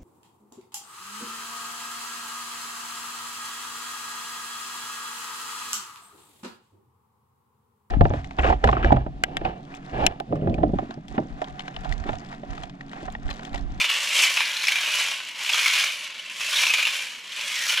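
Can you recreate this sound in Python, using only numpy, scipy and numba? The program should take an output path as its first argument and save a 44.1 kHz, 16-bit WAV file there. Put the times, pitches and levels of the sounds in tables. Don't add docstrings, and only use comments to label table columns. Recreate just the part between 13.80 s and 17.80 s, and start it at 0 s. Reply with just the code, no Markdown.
import sys
import numpy as np
from scipy import signal
from scipy.fft import rfft, irfft
from scipy.io import wavfile
from numba import njit

SR = 44100
rng = np.random.default_rng(int(sys.argv[2]) if len(sys.argv) > 2 else 0)


def persist_wave(psi):
    counts = np.round(np.clip(psi, -1, 1) * 32767).astype(np.int16)
    wavfile.write(sys.argv[1], SR, np.atleast_2d(counts).T)


N = 176400


def undb(db):
    return 10 ** (np.asarray(db) / 20)


def unit_rms(x):
    return x / np.sqrt(np.mean(x ** 2))


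def unit_energy(x):
    return x / np.sqrt(np.sum(x ** 2))


def add(out, start_s, sound):
    at = max(int(start_s * SR), 0)
    out[at:at + len(sound)] += sound[:max(N - at, 0)]


def wander(per_s):
    return np.interp(np.arange(N) / SR * per_s, np.arange(2048), rng.standard_normal(2048))


def colour(x, points, size=4096):
    hz, db = np.array(points, float).T
    bin_hz = np.maximum(np.fft.rfftfreq(size, 1 / SR), 1)
    gain = undb(np.interp(np.log(bin_hz), np.log(hz), db))
    cepstrum = irfft(np.log(gain))
    cepstrum[1:size // 2] *= 2
    cepstrum[size // 2 + 1:] = 0
    return signal.fftconvolve(x, irfft(np.exp(rfft(cepstrum))))[:len(x)]


@njit
def bandpass(x, hz, width_hz):
    y, band_state, low_state = np.empty(len(x)), 0., 0.
    for i in range(len(x)):
        g, damping = np.tan(np.pi * hz[i] / SR), width_hz / hz[i]
        band = (band_state + g * (x[i] + 1e-18 - low_state)) / (1 + g * (g + damping))
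        band_state = 2 * band - band_state
        low_state += 2 * g * band
        y[i] = damping * band
    return y


def resonate(x, hz, width_hz):
    return bandpass(x, hz * np.ones(len(x)), float(width_hz))


# frequency in Hz, relative density in dB.
AIR_SPECTRUM = [(30,-33),(65,-18),(160,-0.5),(210,3.5),(300,-0.5),(480,-1),(800,-15),(3000,3.5),(15000,-32)]


def air(level_db=-54.5, side_db=-3.5):
    mid, side = (unit_rms(colour(rng.standard_normal(N), AIR_SPECTRUM)) for _ in range(2))
    return undb(level_db) * (mid + undb(side_db) * side * np.array([[1], [-1]]))


# frequency in Hz, relative side gain in dB.
ECHO_WIDTH = [(100,13),(1500,0.5),(7000,6.5),(14000,4)]


def bedroom(x, early_db=-10, early_s=.0069, late_db=-11.5, t60_s=.24, side_db=-9.5, renew_s=.1):
    lag, t = np.arange(SR // 3) / SR, np.arange(N) / SR
    early = undb(early_db) * unit_rms(np.exp(-lag / early_s) * (1 - np.exp(-lag / .0008)))
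    late = undb(late_db) * unit_rms(np.exp(-np.log(1000) * lag / t60_s) * (1 - np.exp(-lag / .0065)))
    envelope = np.hypot(early, late) / np.sqrt(len(lag))
    wet = np.zeros((2, N + len(lag)))
    for centre_s in np.arange(0, t[-1] + renew_s, renew_s):
        share = 1 - np.abs(t - centre_s) / renew_s
        near = np.flatnonzero(share > 0)
        if len(near):
            segment = x[near] * np.sqrt(share[near])
            echo = signal.fftconvolve(segment[None], envelope * rng.standard_normal((2, len(lag))))
            wet[:, near[0]:near[0] + echo.shape[1]] += echo
    mid = x + wet[0, :N]
    side = undb(side_db) * colour(wet[1, :N], ECHO_WIDTH)
    return np.array([mid + side, mid - side])


def chatter(ticks_per_s=4500, spread_db=2, max_spreads=2.96, friction_db=-5.5):
    ticks = (rng.random(N) < ticks_per_s / SR) * np.sign(rng.standard_normal(N))
    size_db = spread_db * np.minimum(rng.exponential(size=N), max_spreads)
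    return unit_rms(ticks * undb(size_db)) + undb(friction_db) * rng.standard_normal(N)


def bounces(per_s=7000, rise_s=.0005, decay_s=.0065, drop_gain=7.7, size=4096):
    t = np.arange(size) / SR
    envelope = (1 - np.exp(-t / rise_s)) * np.exp(-t / decay_s)
    ticks = (rng.random(size) < per_s / SR) * np.sign(rng.standard_normal(size))
    return ticks * envelope, drop_gain * (t == 0)


# frequency in Hz, gain in dB.
TRACK_FRONT = [(35,-73),(400,-35),(580,-23),(730,-24.5),(1020,-13),(1230,-13.5),(1550,-6),(1950,-4.5),(2330,3),(2600,1),(2950,1.5),(4150,-6.5),(4900,-12.5),(5750,-12.5),(9300,-26.5),(10500,-21.5),(12600,-32.5),(15000,-32),(16000,-46)]
TRACK_BEHIND = [(35,-54.5),(430,-30),(580,-17.5),(760,-24),(1000,-12.5),(1250,-15.5),(2000,-6),(2300,0),(2550,-3.5),(2850,0.5),(3700,-7),(5000,-9),(5750,-7.5),(7700,-10.5),(9200,-17.5),(10300,-15.5),(12500,-24),(15000,-28),(16000,-78)]


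def track_bands(x, behind, edges_hz=(1372, 4860)):
    x = colour(x, TRACK_BEHIND if behind else TRACK_FRONT)
    hz, spectrum = np.fft.rfftfreq(len(x), 1 / SR), rfft(x)
    bass, below_treble = (irfft(spectrum / (1 + (hz / edge) ** 8), len(x)) for edge in edges_hz)
    return bass, below_treble - bass, x - below_treble


LINKS_PER_S, LINK_WIDTH_HZ = 20, 110


def wheel_squeak(hz=10300, width_hz=380, level_db=-66, swing_db=5.2):
    squeak = resonate(resonate(chatter(), hz, width_hz), hz, width_hz)
    return undb(level_db + swing_db * wander(LINKS_PER_S)) * unit_rms(squeak)


# start and end in seconds, first and last pitch in Hz, level in dB.
RIM_DRAGS = [(0.359,0.484,3180,2000,-22.5),(2.75,2.801,3420,4000,-27),(3.679,3.927,2380,1470,-36)]


def rim_drags():
    out = np.zeros(N)
    for start_s, end_s, from_hz, to_hz, db in RIM_DRAGS:
        progress = np.linspace(0, 1, int((end_s - start_s) * SR))
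        glide_hz = from_hz + (to_hz - from_hz) * progress
        scrape = resonate(chatter()[:len(progress)], glide_hz, width_hz=146)
        swell = np.sqrt(np.abs(np.sin(np.pi * progress)))
        add(out, start_s, undb(db) * swell * unit_rms(scrape))
    return out


# start in seconds, relative level in dB, ring in Hz.
PART_PINGS = [(0.654,-15,4320),(.769,-11.5,4100),(.821,-14,4080),(0.871,-10,5300),(2.394,-17,2980),(2.459,-21.5,2720),(2.498,-16.5,2740),(3.522,-17.5,3030)]


def part_pings(ring_db=10, tick_db=-5.5):
    out = np.zeros(N)
    for start_s, db, hz in PART_PINGS:
        rattle, drop = bounces()
        _, _, tick = track_bands(rattle, behind=True)
        ring = resonate(rattle + drop, hz, width_hz=100)
        ping = undb(ring_db) * unit_energy(ring) + undb(tick_db) * unit_energy(tick)
        add(out, start_s, undb(db) * ping)
    return out


# start in seconds, relative level in dB, link ring in Hz, knock offset in dB.
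JOINT_STRIKES = [(.014,-8,2410,-6),(.043,-7.5,2440,-3),(.053,-16,2950,-6),(.091,-14.5,2920,1),(.1,-8,2600,1.5),
                 (.391,-17,2620,0),(.436,-5,2400,-20),(.571,-7,2600,2.5),(.605,-7,2400,3),
                 (.839,-11.5,2300,-1),(.87,-12,2340,-10),(.883,-3,2300,-10),(.921,-7,2300,-7),(.957,-8.5,2340,-5),
                 (1.077,-13.5,2480,2),(1.139,-10,2990,-2),(1.315,-15,2790,4),(1.402,-21.5,2560,7),
                 (1.663,-16,3100,-16),(1.693,-8,2710,-4),(1.733,-11,3310,-5),(1.744,-13,2390,5.5),(1.777,-11.5,2420,5),
                 (1.86,-6,2200,-2),(1.934,-9.5,2450,-26),(2.039,-13.5,2340,5),(2.607,-18,2570,5),
                 (2.731,-14,3410,6),(2.761,-11.5,3360,-7),(2.788,-12.5,2450,-5),(2.83,-15,2360,8),(2.867,-9,2590,-2),(2.902,-6,2550,-3),(2.938,-2.5,2400,-8),
                 (2.982,-10.5,2410,3),(3.027,-9,2500,-6),(3.052,-7.5,2690,-17),(3.07,-9.5,2440,-5),(3.191,-17.5,2440,-1),
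                 (3.895,-10.5,2910,-4),(3.974,-10.5,3070,3.5)]


def joint_clacks(middle_db=6.5, ring_db=11.5, treble_db=-2.5, knock_db=6, knock_top_hz=1730):
    out = np.zeros(N)
    lowpass = signal.butter(4, knock_top_hz, fs=SR, output="sos")
    for start_s, db, link_hz, knock_offset_db in JOINT_STRIKES:
        rattle, drop = bounces()
        bass, middle, treble = track_bands(rattle, behind=False)
        ring = resonate(rattle + drop, link_hz, LINK_WIDTH_HZ)
        knock = signal.sosfilt(lowpass, bass + middle)
        clack = (undb(middle_db) * unit_energy(middle)
                 + undb(ring_db) * unit_energy(ring)
                 + undb(treble_db) * unit_energy(treble)
                 + undb(knock_db + knock_offset_db) * unit_energy(knock))
        add(out, start_s, undb(db) * clack)
    return out


def link_ring(decay_s=.12):
    t = np.arange(N) / SR
    joint_s, _, link_hz, _ = np.array(JOINT_STRIKES).T
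    last = np.maximum(np.searchsorted(joint_s, t) - 1, 0)
    envelope = np.exp(-np.abs(t - joint_s[last]) / decay_s)
    return unit_rms(resonate(envelope * chatter(), link_hz[last], LINK_WIDTH_HZ))


def wheel_grip(dip_db=-1.5, half_gap_s=.014):
    t = np.arange(N) / SR
    over_gap = sum(np.maximum(1 - np.abs((t - start_s) / half_gap_s + 1) ** 4, 0)
                   for start_s, *_ in JOINT_STRIKES)
    return undb(dip_db * over_gap)


def wheel_skips(per_s=130, depth=.91, decay_s=.002):
    skips = (rng.random(N) < per_s / SR) * 1.
    surges = signal.lfilter([1], [1, -np.exp(-1 / (decay_s * SR))], skips)
    return 1 + depth * np.minimum(surges, 1)


BEHIND_BODY_S = [-.6, .22, 1.47, 2.4, 3.45, 4.45]
# time in seconds, level in dB, treble offset in dB.
ROLL_CONTOUR = [(0,-23,-3),(.08,-27,-5.5),(.14,-25,-1.5),(.22,-28.5,0.5),(.32,-28,2),(.39,-19,1.5),(.44,-23,7.5),(.48,-24.5,-2),(.55,-28.5,4.5),(.6,-25,-2),(.66,-29,-1),(.85,-29,2.5),(.91,-25.5,-0.5),(1.08,-27,0.5),(1.17,-25.5,2.5),(1.31,-27.5,-0.5),(1.38,-32,-2.5),(1.45,-38.5,-2.5),(1.49,-35.5,-2),(1.535,-41,-4),(1.61,-30.5,-0.5),(1.72,-25.5,0.5),(1.86,-24,2),(2.02,-24,2),(2.17,-35.5,0.5),(2.25,-35,-1.5),(2.31,-37.5,-6.5),(2.35,-41,-5),(2.44,-38.5,-6),(2.56,-36.5,2),(2.68,-28,3),(2.77,-24.5,3.5),(3.05,-26.5,-1),(3.17,-29.5,2.5),(3.3,-36.5,.5),(3.41,-42.5,-1),(3.495,-36.5,-2.5),(3.67,-30.5,2.5),(3.85,-29,4.5),(3.9,-26.5,7),(4,-25.5,-4.5)]


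def rolling(bass_db=-16, treble_db=-9.5, ring_db=-5, link_spread_db=1,
            wobble_hz=201.4, wobble_db=1.5, flicker_hz=108.3, flicker_db=1.9):
    t = np.arange(N) / SR
    load = undb(wobble_db * wander(wobble_hz) + link_spread_db * wander(LINKS_PER_S))
    half_angle = np.pi * np.interp(t, BEHIND_BODY_S, np.arange(len(BEHIND_BODY_S)))
    front_gain, back_gain = np.sin(half_angle), np.cos(half_angle)
    front = track_bands(load * chatter(), behind=False)
    back = track_bands(load * chatter(), behind=True)
    bass, middle, treble = (front_gain * unit_rms(front_band) + back_gain * unit_rms(back_band)
                            for front_band, back_band in zip(front, back))
    time_s, level_db, treble_offset_db = np.array(ROLL_CONTOUR).T
    middle = unit_rms(middle + undb(ring_db) * front_gain * link_ring())
    treble = unit_rms(treble * wheel_skips()) * undb(treble_db + np.interp(t, time_s, treble_offset_db))
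    bass = bass * undb(bass_db + flicker_db * wander(flicker_hz))
    return undb(np.interp(t, time_s, level_db)) * (wheel_grip() * (middle + bass) + treble)


def scene():
    hoop = rolling() + joint_clacks() + part_pings() + rim_drags() + wheel_squeak()
    return bedroom(hoop) + air()


def record(dry):
    top_hz = 15900
    return signal.sosfilt(signal.ellip(10, .2, 80, top_hz, fs=SR, output="sos"), dry)


dry = scene()
out = record(dry)
persist_wave(out)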